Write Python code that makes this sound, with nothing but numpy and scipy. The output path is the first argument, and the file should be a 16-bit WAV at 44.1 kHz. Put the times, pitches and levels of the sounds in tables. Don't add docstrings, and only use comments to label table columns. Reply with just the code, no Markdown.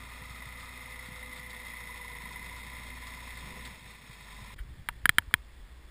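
import sys
import numpy as np
from scipy import signal
from scipy.fft import rfft, irfft
from scipy.io import wavfile

SR = 44100
rng = np.random.default_rng(int(sys.argv[2]) if len(sys.argv) > 2 else 0)


def log_audio(samples):
    frames = np.atleast_2d(samples).T
    limited = np.clip(frames, -1, 1)
    pcm = np.round(limited * 32767).astype(np.int16)
    wavfile.write(sys.argv[1], SR, pcm)


N = 260190
TIME = np.arange(N) / SR
BREAK_S, RESUME_S = 4.546, 4.561


def groomer_near(firings):
    drone = part_gain("drone") * exhaust(firings, waver_db=1, overtone_waver_db=2)
    return drone + knock(firings) + panels(firings) + tracks() + pump(firings) + fan(firings)

# multiple of the firing rate, level/dB
EXHAUST_ORDERS = [(1 / 2, -15), (1, 0), (3 / 2, -17), (2, -16.5), (3, -22), (4, -19)]
def exhaust(firings, waver_db, overtone_waver_db):
    out = 0
    for order, db in EXHAUST_ORDERS:
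        waver = drift(3.7) * (waver_db if order == 1 else overtone_waver_db)
        out += from_db(db + waver) * np.sin(2 * np.pi * (order * firings + rng.random()))
    return rms_one(out)

# level on the sump/dB, level on the head/dB
CYLINDER_BLOWS = [(-13, -2), (0, 1), (-7, -3), (-13, 1), (-1, -3), (-5, 0)]
# f/Hz, width/Hz, level/dB
SUMP_MODES = [(1003, 48, 0), (1075, 70, -14)]
HEAD_MODES = [(2000, 33, 1), (2035, 92, 12), (1970, 65, -36)]
def knock(firings):
    on_sump, on_head = np.transpose(CYLINDER_BLOWS)
    sump_blows = blows(firings, on_sump, decay=2, uneven_db=.8, rattle=.35)
    head_blows = blows(firings, on_head, decay=1.2, uneven_db=.8, rattle=.8)
    valves = from_db(-5) * blows(firings + .4, on_head, decay=1.2, uneven_db=.8, rattle=.5)
    sump = resonate(band(sump_blows, 935, 1056), SUMP_MODES)
    head = resonate(band(head_blows + valves, 1853, 2213), HEAD_MODES)
    in_view = from_db(ramp(1.85, .1, 4.25))
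    return part_gain("sump") * in_view * sump + part_gain("head") * head

def blows(firings, cylinder_db, decay, uneven_db, rattle):
    count = firings.astype(int)
    strength = from_db(cylinder_db[count % len(cylinder_db)] + uneven_db * rng.standard_normal(N)[count])
    blow = rms_one(1. * (np.diff(count, prepend=0) > 0))
    burst = rms_one(np.exp(-decay * (firings % 1)) * rng.standard_normal(N))
    return strength * (blow + rattle * burst)

# f/Hz, width/Hz, level/dB
PANEL_MODES = [(1160, 220, -1.5), (1452, 93, 1), (1790, 130, 1.5), (2226, 200, 2.5), (2453, 73, 4.5),
               (3296, 75, 3), (3597, 276, 4), (4290, 180, -3), (4960, 250, -4.5)]
LOOSE_PANEL_MODES = [(1237, 53, 0)]
def panels(firings):
    on_head = np.transpose(CYLINDER_BLOWS)[1]
    shaking = blows(firings, .5 * on_head, decay=.62, uneven_db=1.95, rattle=25)
    clatter = part_gain("clatter") * resonate(band(shaking, 1240, 5340), PANEL_MODES)
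    buzz = part_gain("buzz") * resonate(band(shaking, 1080, 1470), LOOSE_PANEL_MODES)
    return clatter + buzz

def engine_speed():
    cruise_hz, throttled_hz, far_hz = 59.6, 51, 61
    lug = swell(2.08, .48, 2.2)
    run_down = ramp(3.76, .47, cruise_hz - throttled_hz)
    return np.where(TIME < BREAK_S, cruise_hz - lug - run_down, far_hz)

# t/s, effort/dB
ENGINE_EFFORT = [(3.68, -1), (3.81, -11.5), (3.88, -4.5), (3.98, -11), (4.2, -7.5), (4.4, -2.5)]
PASS_BY = { "drone": (-47.3, 1.1, 1.47, 0.8, -3), "sump": (-60, 1.2, 2, 0.43, 4.5),
           "head": (-57.5, 0.86, 1.84, 2.1, 11.2), "clatter": (-56, 0.26, 3, 1, 2),
           "buzz": (-66.5, 1.2, 0.2, 1.4, 10), "crunch": (-52, 0.5, 3, 1.4, 1.5),
           "rumble": (-58.5, 0.04, 2.5, 0.47, 4), "fan": (-66, 1.3, 0.95, 0.5, 6), }
def part_gain(name):
    db, share, s, half_length_s, swell_db = PASS_BY[name]
    effort_db = np.interp(TIME, *np.transpose(ENGINE_EFFORT))
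    return from_db(db + share * effort_db + swell(s, half_length_s, swell_db))

# f/Hz, level/dB
CRUNCH_SPECTRUM = [(200, -11.5), (300, -5), (420, -6), (620, -0.5), (760, -2), (900, 3.5), (1300, -0.5),
                   (1580, -8), (1800, 6.5), (2600, 1.5), (3000, -7), (3700, 1), (4700, -17), (5450, -1),
                   (5950, -46)]
RUMBLE_SPECTRUM = [(15, 4.5), (40, -6.5), (80, 2), (130, 3), (220, 0), (320, -9.5), (500, -9.5)]
def tracks():
    crunch = part_gain("crunch") * from_db(1.2 * drift(38)) * noise(CRUNCH_SPECTRUM)
    rough_ground_db = swell(3.51, .15, 8.9)
    rumble = part_gain("rumble") * from_db(rough_ground_db + .5 * drift(14)) * noise(RUMBLE_SPECTRUM)
    return crunch + rumble

# t/s, half length/s, level above idle/dB
PUMP_STROKES = [(.22, 0.068, 9.5), (.56, 0.11, 7), (1.25, 0.47, 13), (2.152, 0.41, 10), (3.546, 0.17, 10)]
def pump(firings, idle_db=-73.5, cycles_per_firing=8.48):
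    load_db = sum(swell(*stroke) for stroke in PUMP_STROKES)
    return from_db(idle_db + load_db) * shaft_tone(cycles_per_firing * firings, waver_db=1.5)

def fan(firings, cycles_per_firing=4.25):
    return part_gain("fan") * shaft_tone(cycles_per_firing * firings, waver_db=3.5)

def shaft_tone(cycles, waver_db):
    return rms_one(np.sin(2 * np.pi * cycles + .15 * drift(20)) * from_db(waver_db * drift(6.5)))

# t/s, level/dB
ICE_CRACKS = [(.597, -48), (1.376, -48), (1.504, -49), (3.65, -43)]
def cleats(t60=.12, grain_db=2.5):
    envelope, t = np.zeros(N), TIME[:SR // 4]
    for s, db in ICE_CRACKS:
        add(envelope, s, from_db(db - 60 * t / t60))
    grit = band(rng.standard_normal(N), 700, 4300) * from_db(grain_db * drift(300))
    return envelope * resonate(grit, [(1700, 900, -3), (3600, 600, 0), (4400, 500, -6)])

# f/Hz, level/dB
FAR_SPECTRUM = [(20, 19), (45, 25), (70, 18), (110, 8.5), (170, 4.5), (300, 1.5), (700, -5), (1100, -1),
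                (1450, -6), (1850, 1.5), (2400, -5), (3100, -9.5), (5300, -11.5), (6000, -21)]
def groomer_far(firings, level_db=-52):
    wash = noise(FAR_SPECTRUM)
    drone = from_db(-5) * exhaust(firings, waver_db=5, overtone_waver_db=3.5)
    turbo = from_db(-20 + 1.5 * drift(18)) * resonate(rng.standard_normal(N), [(3430, 220, 0)])
    return from_db(level_db) * (wash + drone + turbo)

# t/s, clack peak/dB, contact brightness/Hz, pitch factor, ring relative to clack/dB, jolt f/Hz
CAMERA_TAPS = [(4.8877, -15.5, 2200, 0.99, -11.5, 50), (4.89, -24, 600, 0.83, -17, 50),
               (5.0563, -5, 2160, 0.95, -51, 178), (5.0929, -1, 4950, 1.002, -38, 121),
               (5.1842, -1, 4970, 0.967, -23.5, 80), (5.222, -45, 1990, 0.85, -24, 80),
               (5.311, -41.5, 1200, 0.69, -10, 80), (5.3401, -2, 6000, 1.004, -23.5, 107)]
def taps(ring_hz=960, ring_t60=.029, grit_t60=.018, jolt_db=-31.5, jolt_lead_s=.0018):
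    out, t = np.zeros(N), TIME[:SR // 15]
    for s, db, contact_hz, pitch, ring_db, jolt_hz in CAMERA_TAPS:
        push = 2 * np.pi * contact_hz / SR * np.exp(-2 * np.pi * contact_hz * t)
        grit = from_db(-29.5 - 60 * t / grit_t60) * rng.standard_normal(len(t))
        clack = camera_body(push + grit, pitch)
        ring = from_db(ring_db - 60 * t / ring_t60) * np.sin(2 * np.pi * ring_hz * pitch * t)
        thud = from_db(7.5) * band(push, 58, 356) + from_db(-5) * band(push, 667, 1000)
        add(out, s, -from_db(db) * (clack / np.max(np.abs(clack)) + ring + thud))
        add(out, s - jolt_lead_s, from_db(db + jolt_db) * wobble(jolt_hz))
    return out

# f/Hz, width/Hz, gain/dB
CASE_RESPONSE = [(1180, 104, -21), (1760, 187, 4.5), (2410, 297, 8), (2635, 256, -21), (3260, 656, 16),
                 (3740, 244, -12.5), (3950, 598, 12.5), (4970, 604, 10.5)]
def camera_body(force, pitch):
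    x = band(force, 1248 * pitch, 2065 * pitch, order=2)
    for hz, width, db in CASE_RESPONSE:
        w, gain = 2 * np.pi * hz * pitch / SR, from_db(db / 2)
        damp = np.sin(w) * width / (2 * hz)
        forward = [1 + damp * gain, -2 * np.cos(w), 1 - damp * gain]
        feedback = [1 + damp / gain, -2 * np.cos(w), 1 - damp / gain]
        x = signal.lfilter(forward, feedback, x)
    return x

def scuff(s=4.582, rise_s=.0081, db=-48.5):
    age = np.maximum(TIME - s, 0) / rise_s
    rub = rms_one(camera_body(rng.standard_normal(N), pitch=.95))
    return from_db(db) * age * np.exp(1 - age) * rub

# f/Hz, level/dB
EDDY_SPECTRUM = [(20, -2), (50, 0.5), (120, -4), (200, -13.5), (350, -26)]
# t/s, level/dB, f/Hz
LOW_BUMPS = [(.215, -41, 130), (.304, -41, 107), (.463, -38, 111), (1.085, -38.5, 190), (1.115, -42, 131),
             (1.389, -42, 152), (2.235, -41.5, 140), (4.094, -41.5, 130), (4.415, -39, 105),
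             (4.598, -30.5, 43.8), (4.717, -39, 69.5), (5.035, -33, 53), (5.271, -35.5, 65),
             (5.626, -38.5, 50)]
def gust_and_low_bumps():
    eddies = rms_one(from_db(4 * drift(14)) * noise(EDDY_SPECTRUM))
    out = swell(4.82, .42, from_db(-49)) * eddies
    for s, db, hz in LOW_BUMPS:
        add(out, s, from_db(db) * wobble(hz))
    return out

def wobble(hz, rise_cycles=.65):
    t = TIME[:SR // 5]
    age = t * hz / rise_cycles
    return (age * np.exp(1 - age)) ** 2 * -np.sin(2 * np.pi * hz * t)

def from_db(db):
    return 10 ** (np.asarray(db) / 20)

def rms_one(x):
    return x / np.sqrt(np.mean(x ** 2) + 1e-20)

def band(x, low_hz, high_hz, order=3):
    return signal.sosfilt(signal.butter(order, [low_hz, high_hz], "band", fs=SR, output="sos"), x)

def resonate(x, modes):
    out = 0
    for hz, width, db in modes:
        r = np.exp(-np.pi * width / SR)
        feedback = [1, -2 * r * np.cos(2 * np.pi * hz / SR), r * r]
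        out += from_db(db) * (1 - r * r) * signal.lfilter([1, 0, -1], feedback, x)
    return rms_one(out)

def noise(spectrum):
    hz, db = np.transpose(spectrum)
    bin_hz = np.arange(N // 2 + 1) * SR / N
    gain = from_db(np.interp(np.log(bin_hz + 1), np.log(hz), db, right=-120))
    return rms_one(irfft(rfft(rng.standard_normal(N)) * gain, N))

def drift(rate_hz):
    step, settle = 40, 2000
    r = np.exp(-2 * np.pi * rate_hz * step / SR)
    slow = signal.lfilter([1], [1, -2 * r, r * r], rng.standard_normal(N // step + settle + 2))[settle:]
    return np.interp(np.arange(N) / step, np.arange(len(slow)), rms_one(slow))

def swell(s, half_length_s, height):
    return height * np.exp(-((TIME - s) / half_length_s) ** 2)

def ramp(s, length_s, height):
    return height * np.clip((TIME - s) / length_s, 0, 1)

def add(out, s, sound):
    start = int(round(s * SR))
    out[start:start + len(sound)] += sound[:N - start]

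def scene():
    firings = np.cumsum(engine_speed() * (1 + .0025 * drift(20))) / SR
    near = np.clip((BREAK_S - TIME) / .0011, 0, 1)
    resumed = np.clip((TIME - RESUME_S) / .001, 0, 1)
    far = np.maximum(resumed, .35 * (1 - near))
    machine = near * groomer_near(firings) + far * groomer_far(firings)
    mono = machine + cleats() + gust_and_low_bumps() + taps() + scuff()
    return np.array([mono, mono])

def record(dry):
    rounded = .9 * np.tanh(dry / .9)
    slow = signal.resample_poly(rounded, 40, 147, axis=1)
    held = signal.resample_poly(np.repeat(slow, 4, axis=1), 147, 160, axis=1)[:, :N]
    return signal.sosfilt(signal.ellip(10, .2, 70, 15400, "lowpass", fs=SR, output="sos"), held)


dry = scene()
out = record(dry)
log_audio(out)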